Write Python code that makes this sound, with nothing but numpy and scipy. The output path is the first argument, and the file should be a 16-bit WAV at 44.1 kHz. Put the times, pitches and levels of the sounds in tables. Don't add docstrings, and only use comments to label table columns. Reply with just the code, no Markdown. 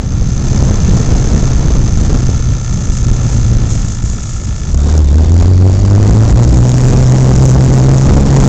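import sys
import numpy as np
from scipy import signal
from scipy.fft import rfft, irfft, next_fast_len
from scipy.io import wavfile
from scipy.ndimage import uniform_filter1d, map_coordinates

SR = 44100
rng = np.random.default_rng(int(sys.argv[2]) if len(sys.argv) > 2 else 0)


def boost(x):
    u = np.asarray(x, float) / 20
    return 10 ** u


def store_wav(level_fs):
    pcm = np.round(np.clip(np.atleast_2d(level_fs), -1, 1) * 32767)
    wavfile.write(sys.argv[1], SR, pcm.T.astype(np.int16))


N = 373968

# time in seconds, speed in turns a second.
SPEED = [(0.1, 66.0), (1.32, 66.1), (1.52, 63.9), (2.24, 64.1), (3.38, 60.0), (3.57, 57.6), (4.46, 55.2),
         (4.68, 55.3), (4.7, 64.4), (4.94, 77.5), (5.1, 70.4), (5.31, 84.5), (6.2, 109.5), (6.48, 122.5),
         (7.19, 128.8), (7.8, 130.7), (8.15, 137), (8.48, 134)]
THROTTLE_S = 4.69
ROLL_S, ROLL_RISE_S, STILL_DB = 0.19, 0.25, -6


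def unit(x):
    return x / np.sqrt(np.mean(x ** 2) + 1e-20)


def steady(x, size):
    return x / np.sqrt(np.abs(uniform_filter1d(x ** 2, size=size)) + 1e-12)


def curves(rows):
    s, *cols = np.transpose(rows)
    return [np.interp(np.arange(N) / SR, s, c) for c in cols]


def swells(rows):
    s, half, *cols = np.transpose(rows)
    t = np.arange(0, N, 64)[:, None] / SR
    bell = np.exp(-((t - s) / half) ** 2)
    return [np.repeat(bell @ c, 64)[:N] for c in cols]


def wobble(rate):
    knots = rng.standard_normal(int(N * rate / SR) + 4)
    return map_coordinates(knots, [np.arange(N) * rate / SR])


def fade(start, length):
    return np.clip((np.arange(N) / SR - start) / length, 0, 1)


def turning(hz, unevenness, rate):
    return 2 * np.pi * np.cumsum(hz * (1 + unevenness * wobble(rate))) / SR


def filtered(x, response):
    m = next_fast_len(N + 8192)
    return irfft(rfft(x, m) * response(np.fft.rfftfreq(m, 1 / SR)), m)[:N]


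def coloured(x, points):
    f, db = np.transpose(points)
    return filtered(x, lambda hz: boost(np.interp(np.log(hz + 1), np.log(f + 1), db)))


def coloured_noise(strength, points):
    return unit(coloured(strength * rng.standard_normal(N), points))


def resonant(x, modes):
    def response(f):
        total = 0
        for k, (centre, width, db) in enumerate(modes):
            damping = 1j * f * width
            total = total + (-1) ** k * boost(db) * damping / (centre * centre - f * f + damping)
        return total
    return filtered(x, response)


def knocks(hz, scatter_s, scatter_db):
    at = np.flatnonzero(np.diff(np.floor(np.cumsum(hz) / SR)))
    chance = rng.standard_normal((1000, 2))[:len(at)]
    late = np.round(scatter_s * SR * chance[:, 0]).astype(int)
    when = np.clip(at + late, 0, N - 1)
    return np.bincount(when, boost(scatter_db * chance[:, 1]), N)


def idle():
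    # time in seconds, shake in dB, blade load in dB.
    idling = [(0.05, -37.5, -34), (0.6, -30, -16.5), (1.1, -31.5, -13.5), (2.2, -33, -16.5),
              (3.0, -35.5, -18.5), (3.15, -34, -10), (3.6, -35, -12), (4.2, -45.5, -27.5),
              (4.65, -38, -34.5)]
    # pitch in Hz, width in Hz, level in dB.
    frame_modes = [(1294, 140, -3.5), (1390, 88, -2.5), (1742, 51, -5.5), (2230, 140, -13),
                   (2650, 430, -18), (3490, 130, -11)]
    # pitch in Hz, width in Hz, level in dB.
    cowl_modes = [(6255, 230, 0)]
    # pitch in Hz, width in Hz, level in dB.
    snap_modes = [(5520, 1800, 3), (7150, 430, -2.5)]
    hz, = curves(SPEED)
    cowl_db, hum_db = curves(idling)
    frame_db = -36.5 + 0.15 * np.minimum(cowl_db + 35, 0)
    frame_db = frame_db + STILL_DB * (1 - fade(ROLL_S, ROLL_RISE_S))
    turn = turning(hz, 0.0065, rate=25)
    blows = knocks(hz, scatter_s=0.0003, scatter_db=1.2)

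    def tremble(hz):
        dying = filtered(blows, lambda f: 1 / (1 + 1j * f / hz))
        return unit(dying * rng.standard_normal(N))

    frame = unit(resonant(unit(blows) + 0.4 * tremble(hz=35), frame_modes))
    cowl = resonant(unit(blows) + 0.3 * tremble(hz=40), cowl_modes)
    cowl = unit(resonant(cowl, cowl_modes))
    snap = unit(resonant(unit(blows) + 1.8 * tremble(hz=200), snap_modes))
    hum = boost(2.2 * wobble(10)) * np.sin(2 * turn + 0.6 * wobble(14))
    hum = hum + boost(-9.5 + 2.6 * wobble(7)) * np.sin(turn + 1)
    rattle = boost(cowl_db + 0.5) * (cowl + boost(-4.5) * snap)
    motor = boost(frame_db) * frame + rattle + boost(hum_db + 0.5) * hum
    return motor * (1 - fade(THROTTLE_S, 0.04))


def wash(drone):
    # time in seconds, push on the port in dB, draught across its slit in dB.
    stream = [(0.05, -28, -46), (0.3, -27.5, -42.5), (0.5, -23, -37), (1.2, -20.5, -34.5),
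              (1.7, -21.5, -39), (2.15, -23, -36), (2.45, -29.5, -39.5), (2.95, -30, -35.5),
              (3.3, -27, -39), (3.75, -29, -32.5), (4.3, -37.5, -33.5), (4.68, -32, -38.5),
              (4.86, -23.5, -37), (5.15, -21, -38), (5.6, -22.5, -39), (6.1, -17.5, -33.5),
              (6.9, -17.5, -30), (8.4, -14, -29.5)]
    # time in seconds, half length in seconds, push in dB, draught in dB.
    gusts = [(.35, .02, -4.5, 2.5), (.7, 0.066, 1, 1.5), (1.66, .03, 0.5, 0), (1.82, 0.05, -2, 1),
             (2.14, 0.035, 1, 3.5), (2.97, 0.057, -1.5, 4.5), (3.09, 0.034, 3.5, -1), (3.33, 0.074, 1, 8),
             (3.6, .06, 1.5, -8), (3.72, 0.031, 2, 6), (4.01, 0.032, -2, -5.5), (4.18, 0.017, 6, -5),
             (4.9, 0.034, 3, 3.5), (4.98, 0.013, -2, 10.5), (5.05, 0.041, -8, -1.5),
             (5.42, 0.041, 4.5, 2.5), (5.55, 0.041, -3, -4), (6.33, 0.035, 1.5, 3), (6.43, 0.035, -0.5, 1),
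             (6.56, 0.023, -3, 2.5), (6.72, 0.035, -4, 1.5), (6.85, 0.033, 4, 3.5), (6.97, 0.049, 2, -0.5),
             (7.22, 0.024, -1, -2), (7.38, .03, -0.5, 2.5), (7.59, .04, -2, -0.5), (8.0, .03, -4, -4.5),
             (8.1, 0.026, 3, 0), (8.24, 0.026, -4.5, -7.5), (8.37, 0.028, 1, 2)]
    # frequency in Hz, dB per Hz.
    buffet_colour = [(10, -8), (30, 0.5), (60, -1.5), (110, -3), (200, -12.5), (350, -32), (700, -48.5)]
    flutter_colour = [(60, -24), (200, 0.5), (400, -9.5), (800, -18), (1600, -27), (3000, -37.5),
                      (5000, -37)]
    hiss_colour = [(1500, -17), (3000, -17), (4500, -13.5), (5700, -4), (6800, 1), (8000, -2.5), (8800, 15),
                   (9500, -69.5)]
    roar_colour = [(600, 2), (1200, -5.5), (2200, -10), (3200, -12), (4500, -7), (6000, -4.5),
                   (8500, -30.5)]
    flutter_db, hiss_db = np.add(curves(stream), swells(gusts))
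    push_db = flutter_db + 25
    buffet_db = -10.5 + 0.55 * push_db + 1.7 * wobble(12)
    buffet_db = buffet_db - 4.5 * fade(THROTTLE_S, 0.042)
    flutter_db = flutter_db + 1.37 * wobble(14)
    hiss_db = hiss_db + 1.1 * wobble(19)
    roar_db = -38 + 0.41 * push_db + 0.15 * (hiss_db + 38)
    roar_db = roar_db + STILL_DB * (0.5 - fade(ROLL_S, ROLL_RISE_S))

    fall = -np.gradient(drone) * SR / 400
    eddies = boost(0.6 * wobble(45) + 2.17 * wobble(140)) * np.exp(0.48 * np.tanh(fall))
    eddies = steady(eddies, size=2000)
    buffet = boost(buffet_db) * steady(coloured(rng.standard_normal(N), buffet_colour), size=9000)
    flutter = boost(flutter_db + 1.5) * coloured_noise(eddies, flutter_colour)

    slow_flutter = coloured(flutter, [(600, 2.0), (1200, -39.5)])
    slope = np.gradient(buffet + drone + slow_flutter)
    swing = np.abs(slope) - 0.3 * slope
    spurts = eddies * boost(0.51 * wobble(70) + 2.16 * wobble(400))
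    spurts = spurts * (1 + steady(swing, size=8000))
    spurts = steady(spurts * np.exp(0.33 * np.tanh(fall)), size=1800)
    hiss = boost(hiss_db + 9) * coloured_noise(spurts, hiss_colour)
    roar = boost(roar_db) * coloured_noise(spurts, roar_colour)
    return buffet + flutter + hiss + roar


def slaps():
    # time in seconds, size in dB.
    bursts = [(.221, -3), (.626, 0.5), (.71, 0), (.936, -3), (1.09, -2.5), (1.349, 0), (1.43, -3),
              (1.559, 0), (1.595, 1), (1.658, 0), (1.684, 0), (1.792, 0), (1.934, -0.5), (1.974, -2),
              (2.131, -1), (2.161, -2), (2.292, -2), (2.9, -3.5), (3.03, -3.5), (3.068, -4), (3.115, -2),
              (3.571, -3.5), (4.04, -5.5), (4.1, -3.5)]
    swell_s, drop_s = 0.0058, 0.0012
    s, db = np.transpose(bursts)
    t = np.arange(-1500, 1500) / SR
    shape = -np.tanh(t / drop_s) * np.exp(-(t / swell_s) ** 2 / 2)
    hits = np.bincount((s * SR).astype(int), boost(db), N)
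    return signal.fftconvolve(hits, shape, "same")


def power():
    # multiple of the shaft speed, level in dB.
    partials = [(1, -1.5), (2, -20), (3, -36)]
    # time in seconds, half length in seconds, lope rise in dB.
    lopes = [(4.71, 0.12, 12), (5.08, 0.17, 5.5), (5.43, 0.029, 9), (5.83, .08, 8.5), (6.11, .05, 21),
             (6.33, 0.048, 19.5), (6.52, 0.11, 19.5), (6.77, 0.03, 10), (7.05, 0.15, 9), (7.4, 0.21, 9.5),
             (7.57, 0.029, 15.5), (8.1, 0.13, 13.5), (8.23, 0.1, 10.5), (8.42, .05, 9)]
    hz, = curves(SPEED)
    rise_db, = swells(lopes)
    drone_db = -6.5 - 0.14 * rise_db + 1.48 * wobble(12)
    lope_db = -26 + rise_db
    turn = turning(hz, 0.0093, rate=30)
    drone = 0
    for k, db in partials:
        level = (-1) ** (k + 1) * boost(db + 0.91 * k * wobble(22))
        drone = drone + level * np.sin(k * turn + 0.25 * k * wobble(15))
    lope = boost(2.4 * wobble(12)) * np.sin(turn / 2 + 0.61 * wobble(8))
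    lope = lope + boost(-6.5 + 1.8 * wobble(8.7)) * np.sin(3 * turn / 2 + 0.5 * wobble(7.2))
    return (boost(drone_db + 6) * drone + boost(lope_db + 5) * lope) * fade(THROTTLE_S, 0.071)


def panels():
    # start in seconds, end in seconds, pitch in Hz, width in Hz, level in dB.
    buzzes = [
        (4.75, 5.35, 3600, 200, -44),
        (5.25, 6.25, 4600, 250, -44),
        (4.7, 5.1, 1350, 150, -43),
    ]
    turn = 2 * np.pi * np.cumsum(curves(SPEED)[0]) / SR
    shake = np.exp(3 * np.cos(turn)) * rng.standard_normal(N)
    total = 0
    for start, end, hz, width, db in buzzes:
        buzz = boost(db) * unit(resonant(shake, [(hz, width, 0)]))
        total = total + buzz * fade(start, 0.065) * (1 - fade(end - 0.1, 0.11))
    return total


def port(x):
    lag_s, slow_hz = 0.00046, 650
    slow = filtered(x, lambda hz: 1 / (1 + (hz / slow_hz) ** 4))
    lag = lag_s * SR * np.tanh(1.03 * uniform_filter1d(slow, size=60))
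    return x - slow + map_coordinates(slow, [np.arange(N) - lag], mode="nearest")


def scene():
    drone = power() + slaps()
    return port(idle() + drone + panels() + wash(drone))[None]


def roll_off(x):
    return signal.sosfilt(signal.butter(12, 16000, fs=SR, output="sos"), x)


def record(dry):
    # frequency in Hz, level in dB.
    band_limit = [(20, 0), (7000, 0), (7700, -4.5), (8300, -21.5), (8900, -41.5), (9300, -69.5),
                  (12000, -100)]
    top = 0.707
    hard = np.clip(dry[0] + 0.001, -top, top)
    smooth = np.clip(coloured(hard, band_limit), -1.008 * top, 1.008 * top)
    return roll_off(smooth[None])


dry = scene()
out = record(dry)
store_wav(out)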